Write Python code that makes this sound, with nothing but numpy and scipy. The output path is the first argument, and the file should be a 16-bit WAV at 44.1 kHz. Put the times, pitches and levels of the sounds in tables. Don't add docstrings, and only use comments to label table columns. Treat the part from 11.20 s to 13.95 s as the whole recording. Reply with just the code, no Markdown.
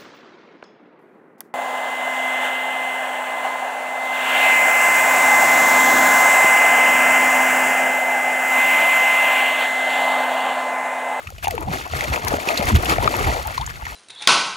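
import sys
import numpy as np
from scipy import signal
from scipy.fft import rfft, irfft, next_fast_len
from scipy.io import wavfile

SR = 44100
rng = np.random.default_rng(int(sys.argv[2]) if len(sys.argv) > 2 else 0)


def generate_wav(signal):
    frames = np.transpose(np.atleast_2d(signal))
    scaled = np.clip(frames, -1, 1) * 32767
    pcm = np.round(scaled).astype(np.int16)
    wavfile.write(sys.argv[1], SR, pcm)


def convert_level_to_amplitude(level_db):
    exponent = np.asarray(level_db, float) / 20
    return 10 ** exponent


N = 121275


def rms_one(x):
    return x / np.sqrt(np.mean(x ** 2) + 1e-20)


def in_time(rows):
    s, *columns = np.transpose(rows)
    return [np.interp(np.arange(N) / SR, s, column) for column in columns]


def at_hz(points, hz):
    table_hz, values = np.transpose(points)
    return np.interp(np.log(hz + 1), np.log(table_hz), values)


def drift(rate):
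    r = np.exp(-80 * np.pi * rate / SR)
    slow = signal.lfilter([1], [1, -2 * r, r * r], rng.standard_normal(N // 40 + 2002))[2000:]
    return np.interp(np.arange(N) / 40, np.arange(len(slow)), slow / slow.std())


def add(out, s, sound):
    i = int(max(s, 0) * SR)
    out[i:i + len(sound)] += sound[:len(out) - i]


def bubble(hz, cycles, rise, attack_s):
    cycles = max(cycles, 2)
    t = np.arange(int(SR * (cycles / hz + 4 * attack_s))) / SR
    ring = np.sin(2 * np.pi * hz * t * (1 + .5 * rise * hz * t))
    return ring * (1 - np.exp(-t / attack_s)) * convert_level_to_amplitude(-60 * t * hz / cycles)


def banded_noise(spectrum, low_hz, count, patchy_db, rate):
    out, together, white = 0, drift(rate), rng.standard_normal((2, N))
    for k in range(count):
        low = low_hz * 2 ** (k / 2)
        high = min(low * 2 ** .5, .45 * SR)
        band_filter = signal.butter(2, [low, high], "band", fs=SR, output="sos")
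        band = signal.sosfilt(band_filter, white[k % 2])
        flicker_db = patchy_db * (together + .6 * drift(rate))
        out = out + band * convert_level_to_amplitude(at_hz(spectrum, low * 2 ** .25) + flicker_db)
    return rms_one(out)


def grains(per_s, spread_db, clump):
    sizes = convert_level_to_amplitude(spread_db * np.minimum(rng.exponential(1, N), 3.5)) * rng.choice([-1, 1], N)
    return sizes * (rng.random(N) < per_s * clump / SR)


def swarm(clicks, low_hz, high_hz, cycles, rise, tilt_db):
    dealt, out = rng.integers(0, 24, N), np.zeros(N)
    for k, hz in enumerate(np.geomspace(low_hz, high_hz, 24)):
        shape = bubble(hz, cycles, rise, 0.35 / hz) * convert_level_to_amplitude(tilt_db * np.log2(hz / low_hz))
        out += signal.fftconvolve(clicks * (dealt == k), shape)[:N]
    return rms_one(out)


def stroke_lift():
    # crest_s, lift_db, length_s
    stroke_table = [(0.236, 18.5, 0.035), (0.322, 10, 0.11), (0.428, 11, 0.013), (0.543, 12, 0.18),
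                    (0.775, 11, 0.17), (0.945, 5.5, 0.087), (1.075, 8.5, 0.015), (1.115, 3, 0.052),
                    (1.295, 2.5, 0.057), (1.489, 7.5, 0.051), (1.554, 8, 0.027), (1.699, 7, 0.12),
                    (1.865, 6.5, 0.15), (2.04, 7.5, 0.18), (2.494, 6.5, 0.017), (2.62, 3, 0.036)]
    rise_share = 0.46
    t, lift_db = np.arange(N) / SR, 0
    for crest_s, db, length_s in stroke_table:
        side_s = length_s * np.where(t < crest_s, rise_share, 1)
        lift_db = lift_db + db * np.exp(-2 * ((t - crest_s) / side_s) ** 2)
    return lift_db


def churn():
    # time_s, thrown_water_db, trapped_air_db
    stir_table = [(0, -45, -47), (.22, -53.5, -61), (.26, -51, -52.5), (.47, -47, -36), (.71, -44, -44.5),
                  (1.0, -39, -34.5), (1.4, -32.5, -30), (1.6, -36.5, -30.5), (2.0, -38.5, -31.5),
                  (2.3, -37, -43), (2.55, -45.5, -50), (2.68, -40.5, -44.5)]
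    # pitch_hz, level_db (per Hz)
    spray_colour = [(150, -16), (400, -12), (800, 21), (1500, -64), (2600, 19.5), (5000, -9), (8000, -13),
                    (15000, -72.5)]
    thrown_db, air_db = in_time(stir_table)
    lift_db = stroke_lift()
    thrown_db = thrown_db + lift_db
    air_db = air_db + 0.68 * lift_db
    clump = convert_level_to_amplitude(4 * drift(22) + .45 * (thrown_db - thrown_db.mean()))

    spray = convert_level_to_amplitude(-6) * banded_noise(spray_colour, 155.0, count=14, patchy_db=1.8, rate=15.0)
    drop_clicks = grains(2300, 3.3, clump)
    drops = convert_level_to_amplitude(5.5) * swarm(drop_clicks, 1200, 6000, cycles=18, rise=0.0014, tilt_db=-7.5)
    fizz_clicks = grains(5000, 3.3, clump)
    fizz = convert_level_to_amplitude(-3) * swarm(fizz_clicks, 3480, 20600, cycles=10, rise=0.0067, tilt_db=-0.5)
    tick_filter = signal.butter(1, [2500, 14000], "band", fs=SR)
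    ticks = convert_level_to_amplitude(-7.5) * rms_one(signal.lfilter(*tick_filter, grains(220, -1.5, clump)))
    thrown = convert_level_to_amplitude(thrown_db) * (spray + drops + fizz + ticks)

    gurgle_clicks = grains(1000, 2.8, clump)
    gurgle = swarm(gurgle_clicks, 200, 950, cycles=17, rise=.008, tilt_db=8)
    deep = signal.lfilter(*signal.butter(1, 450, fs=SR), gurgle)
    deep = convert_level_to_amplitude(air_db - air_db.max() - 20) * deep
    return thrown + convert_level_to_amplitude(air_db + 0.5) * (gurgle + deep)


def plops():
    # start_s, peak_db, pitch_hz
    plop_table = [(0.046, -42, 592), (0.069, -31, 1200), (0.089, -31, 1280), (0.103, -34, 740),
                  (0.12, -39, 524), (0.182, -38, 650), (0.255, -25, 880), (0.271, -15, 810),
                  (0.281, -13, 780), (0.379, -18.5, 864), (0.515, -22.5, 704), (0.735, -21.5, 683),
                  (0.761, -24.5, 450), (0.943, -20.5, 610), (1.118, -22.5, 655), (1.136, -21, 274),
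                  (1.184, -18.5, 640), (1.409, -20, 616), (1.488, -20, 342), (1.503, -7, 977),
                  (1.712, -22, 292), (1.783, -12.5, 675), (1.855, -12, 614), (1.876, -0.5, 1220),
                  (1.94, -16, 897), (2.004, -23.5, 410), (2.307, -22, 750), (2.378, -13, 1000),
                  (0.003, -41, 685), (0.003, -31, 1260), (0.022, -59, 760), (0.421, -26.5, 337),
                  (0.533, -29, 344), (0.958, -18, 520), (1.069, -18, 960), (1.274, -24.5, 374),
                  (1.373, -22, 500), (1.396, -18, 205), (1.632, -22, 673), (1.737, -16, 1080),
                  (2.076, -19, 614), (2.124, -22, 593), (2.18, -33, 800), (2.475, -28.5, 950),
                  (2.476, -25, 1700), (2.506, -21, 1650), (2.574, -40, 780), (2.62, -32, 1680),
                  (2.623, -25, 845), (2.666, -29, 910), (2.667, -23, 1770), (2.721, -29, 910),
                  (2.741, -28.5, 820)]
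    attack_s, rise, gain_db, overtone_db = 0.0016, 0.007, 10.5, -11
    cycles, deep_hz = 20, 600
    out = np.zeros(N)
    ratios = rng.uniform(.9, 1.1, (len(plop_table), 2)) * [2, 3.2]
    for (s, db, hz), upper in zip(plop_table, ratios):
        level = convert_level_to_amplitude(db + gain_db)
        add(out, s, level * bubble(hz, cycles * min(hz / deep_hz, 1), rise, attack_s))
        for ratio in upper:
            add(out, s, level * convert_level_to_amplitude(overtone_db) * bubble(hz * ratio, cycles, rise, attack_s / 2))
    return out * (1 + .45 * drift(150))


def glugs():
    # start_s, length_s, from_hz, to_hz, level_db
    glug_table = [(0.295, 0.076, 812, 418.3, -22.5), (0.352, 0.065, 489, 275, -30.5),
                  (0.471, 0.026, 647, 900, -21.5), (.47, 0.056, 227.5, 128, -25.5),
                  (0.832, 0.04, 504, 705, -29), (1.277, 0.079, 702, 654, -21),
                  (1.505, 0.059, 241.6, 172, -17), (1.513, 0.05, 98.5, 68, -8),
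                  (1.519, 0.028, 320, 204, -31), (1.582, 0.033, 345, 800, -20.5),
                  (1.786, 0.0706, 691, 1060, -18.5), (2.241, 0.052, 765, 964, -24.5),
                  (2.393, 0.052, 759, 1250, -23), (0.881, 0.054, 75, 62, -24), (1.07, 0.052, 90, 74.5, -25),
                  (1.845, 0.05, 93.6, 80, -21.5), (1.959, 0.038, 99, 84.5, -26),
                  (2.042, 0.051, 112.7, 94, -22.5), (2.619, 0.029, 65, 55, -28)]
    flutters_per_s = 90
    out, wobble = np.zeros(N), 1 + .06 * drift(flutters_per_s)
    for s, length_s, from_hz, to_hz, db in glug_table:
        hz = np.geomspace(from_hz, to_hz, int(length_s * SR))
        hz = hz * wobble[int(s * SR):][:len(hz)]
        note = np.sin(2 * np.pi * np.cumsum(hz) / SR)
        add(out, s, convert_level_to_amplitude(db) * note * np.sqrt(np.hanning(len(hz))))
    return out * (1 + .5 * drift(flutters_per_s))


def sloshes():
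    # start_s, length_s, pitch_hz, level_db
    slosh_table = [(0.23, 0.029, 870, -26), (0.377, 0.12, 840, -32.5), (0.513, 0.073, 700, -32.5),
                   (0.632, 0.064, 860, -33), (0.747, 0.15, 770, -30), (0.9, 0.098, 750, -23),
                   (1.005, 0.12, 840, -25.5), (1.105, 0.076, 680, -20.5), (1.241, 0.097, 764, -22),
                   (1.373, 0.089, 650, -21.5), (1.665, 0.023, 510, -32), (1.826, 0.081, 670, -21),
                   (1.957, 0.081, 740, -27.5), (2.044, 0.074, 723, -19.5), (2.113, 0.11, 710, -23.5),
                   (2.258, 0.082, 835, -31.5), (2.586, 0.043, 920, -36), (2.692, 0.07, 950, -41),
                   (2.292, 0.28, 1530, -44)]
    half_width = .55 / 2
    out, noise = np.zeros(N), rng.standard_normal(N) * convert_level_to_amplitude(3 * drift(70))
    for s, length_s, hz, db in slosh_table:
        edges_hz = [hz * (1 - half_width), hz * (1 + half_width)]
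        band = signal.butter(2, edges_hz, "band", fs=SR, output="sos")
        piece = noise[int(s * SR):][:int(length_s * SR)]
        cloud = rms_one(signal.sosfilt(band, piece))
        add(out, s, convert_level_to_amplitude(db) * cloud * np.sqrt(np.hanning(len(cloud))))
    return out


def slaps():
    # start_s, peak_db, colour_hz
    slap_table = [(0.071, -23, 2180), (0.181, -25, 2560), (0.2456, -12.5, 2680), (0.2556, -16.5, 2520),
                  (0.3071, -15.5, 1920), (0.379, -24, 2400), (0.7655, -16, 2200), (0.8064, -10, 2020),
                  (0.8407, -12.5, 2050), (0.9366, -11, 2300), (1.08, -13.5, 5600), (1.286, -6.5, 2620),
                  (1.3737, -6.5, 4300), (1.4242, -9.5, 2200), (1.4674, -12, 2120), (1.558, -10, 3440),
                  (1.6555, -8, 2750), (1.695, -8.5, 2620), (2.1402, -16.5, 2440), (0.958, -13, 2460),
                  (1.198, -16, 2410), (2.377, -17.5, 4000), (2.4106, -17.5, 3530), (2.4627, -19, 7000),
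                  (2.652, -18, 1870)]
    attack_s, fade_s, gain_db, wide_db = 0.0011, 0.032, -4.5, -9.5
    out, t = np.zeros(N), np.arange(SR // 8) / SR
    shape = (1 - np.exp(-t / attack_s)) * convert_level_to_amplitude(-60 * t / fade_s)
    wide_filter = signal.butter(1, [900, 9000], "band", fs=SR)
    noise = rng.standard_normal((len(slap_table), len(t)))
    for (s, db, hz), burst in zip(slap_table, noise):
        tone = rms_one(signal.lfilter(*signal.iirpeak(hz, 1 / 0.19, SR), burst))
        wide = rms_one(signal.lfilter(*wide_filter, burst[::-1]))
        add(out, s, convert_level_to_amplitude(db + gain_db) * shape * (tone + convert_level_to_amplitude(wide_db) * wide))
    return out


def snaps():
    # start_s, peak_db
    snap_table = [(0.1032, -24), (0.2803, -10.5), (0.3092, -11), (1.0485, -15), (1.0824, -5.5), (1.375, -9),
                  (1.5524, -9), (1.6965, -5.5), (2.2717, -12), (2.4638, -25), (0.2423, -11), (0.3521, -21),
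                  (0.4085, -20), (0.7921, -27), (0.8385, -14), (0.9657, -29), (1.1278, -16), (1.277, -28),
                  (1.4566, -11), (1.568, -14), (1.6247, -13), (1.6477, -11), (1.7195, -24), (1.8347, -17),
                  (1.9664, -11), (2.2288, -22)]
    attack_s, fade_s, gain_db = 0.0011, .005, 7.5
    out, t = np.zeros(N), np.arange(SR // 20) / SR
    shape = convert_level_to_amplitude(gain_db - 60 * t / fade_s) * (1 - np.exp(-t / attack_s))
    noise = rng.standard_normal((len(snap_table), len(t)))
    bright = signal.lfilter(*signal.butter(2, 3800, "high", fs=SR), noise)
    for (s, db), crack in zip(snap_table, bright):
        add(out, s, convert_level_to_amplitude(db) * shape * crack)
    return out


def surges():
    # time_s, level_db
    heave_table = [(0, -43.5), (.28, -34.5), (.45, -27.5), (.69, -39), (.75, -28.5), (.85, -37), (.9, -22),
                   (.98, -43), (1.1, -27), (1.29, -49.5), (1.55, -17), (1.62, -30), (1.85, -23.5),
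                   (1.95, -37), (2.05, -23.5), (2.3, -39), (2.47, -32), (2.58, -38.5)]
    # pitch_hz, level_db (per Hz)
    surge_colour = [(20, -77), (43, -2), (70, 3), (120, -5.5), (170, -18.5), (300, -63)]
    heave_db = in_time(heave_table)[0]
    return convert_level_to_amplitude(heave_db) * banded_noise(surge_colour, 25.4, count=8, patchy_db=2.5, rate=12)


def faint_floor():
    return convert_level_to_amplitude(-52.5) * signal.lfilter([1], [1, -.5], rng.standard_normal(N))


def ports(x):
    # pitch_hz, width_hz, level_db
    housing_table = [(1950, 830, 1.5), (2620, 22, 6), (4390, 230, 4), (6200, 170, 3)]
    # pitch_hz, level_db
    right_gain = [(150, 0), (400, -1), (550, -9), (750, -4), (1250, -6), (1650, 0), (2600, -1), (5000, -6),
                  (8000, 0)]
    # pitch_hz, share (0 to 1)
    common_table = [(350, .95), (1500, .87), (2600, .8), (3400, .45), (5200, .35), (6800, .98), (8000, .99)]
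    # pitch_hz, phase_radians
    phase_table = [(0, 0), (1600, -3.14), (2550, -6.3), (3200, -7.0), (3800, -5.5), (4400, -6.3),
                   (6690, -6.283)]
    size = next_fast_len(N + 4096)
    hz = np.arange(size // 2 + 1) * SR / size
    ring_db = sum(db / (1 + ((hz - f) / width * 2) ** 2) for f, width, db in housing_table)
    scattered = x * drift(150)
    left, stray = rfft([x, scattered], size) * convert_level_to_amplitude(ring_db)

    edge_hz, lead_s = phase_table[-1][0], 1 / 4460
    phase = np.interp(hz, *np.transpose(phase_table))
    phase = phase + 2 * np.pi * lead_s * np.maximum(hz - edge_hz, 0)
    common = np.clip(at_hz(common_table, hz), 0, 1)
    right = np.sqrt(common) * left + np.sqrt(1 - common) * stray
    right = convert_level_to_amplitude(at_hz(right_gain, hz)) * right * np.exp(1j * phase)
    return irfft(np.array([left, right]), size)[:, :N]


def scene():
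    water = churn() + plops() + glugs() + sloshes() + slaps() + snaps() + surges()
    own_surge = convert_level_to_amplitude(-10) * surges() * [[1], [-1]]
    return ports(water + faint_floor()) + own_surge


def band_limit(x):
    return signal.sosfilt(signal.butter(12, 16990, fs=SR, output="sos"), x)


def record(dry):
    limit = 1.1
    rounded = limit * np.tanh(dry / limit)
    top_cut = signal.cheby2(16, 55, 16050, fs=SR, output="sos")
    rumble_cut = signal.butter(2, 27.4, "high", fs=SR, output="sos")
    mix = signal.sosfilt(rumble_cut, signal.sosfilt(top_cut, rounded))
    return band_limit(mix)


dry = scene()
out = record(dry)
generate_wav(out)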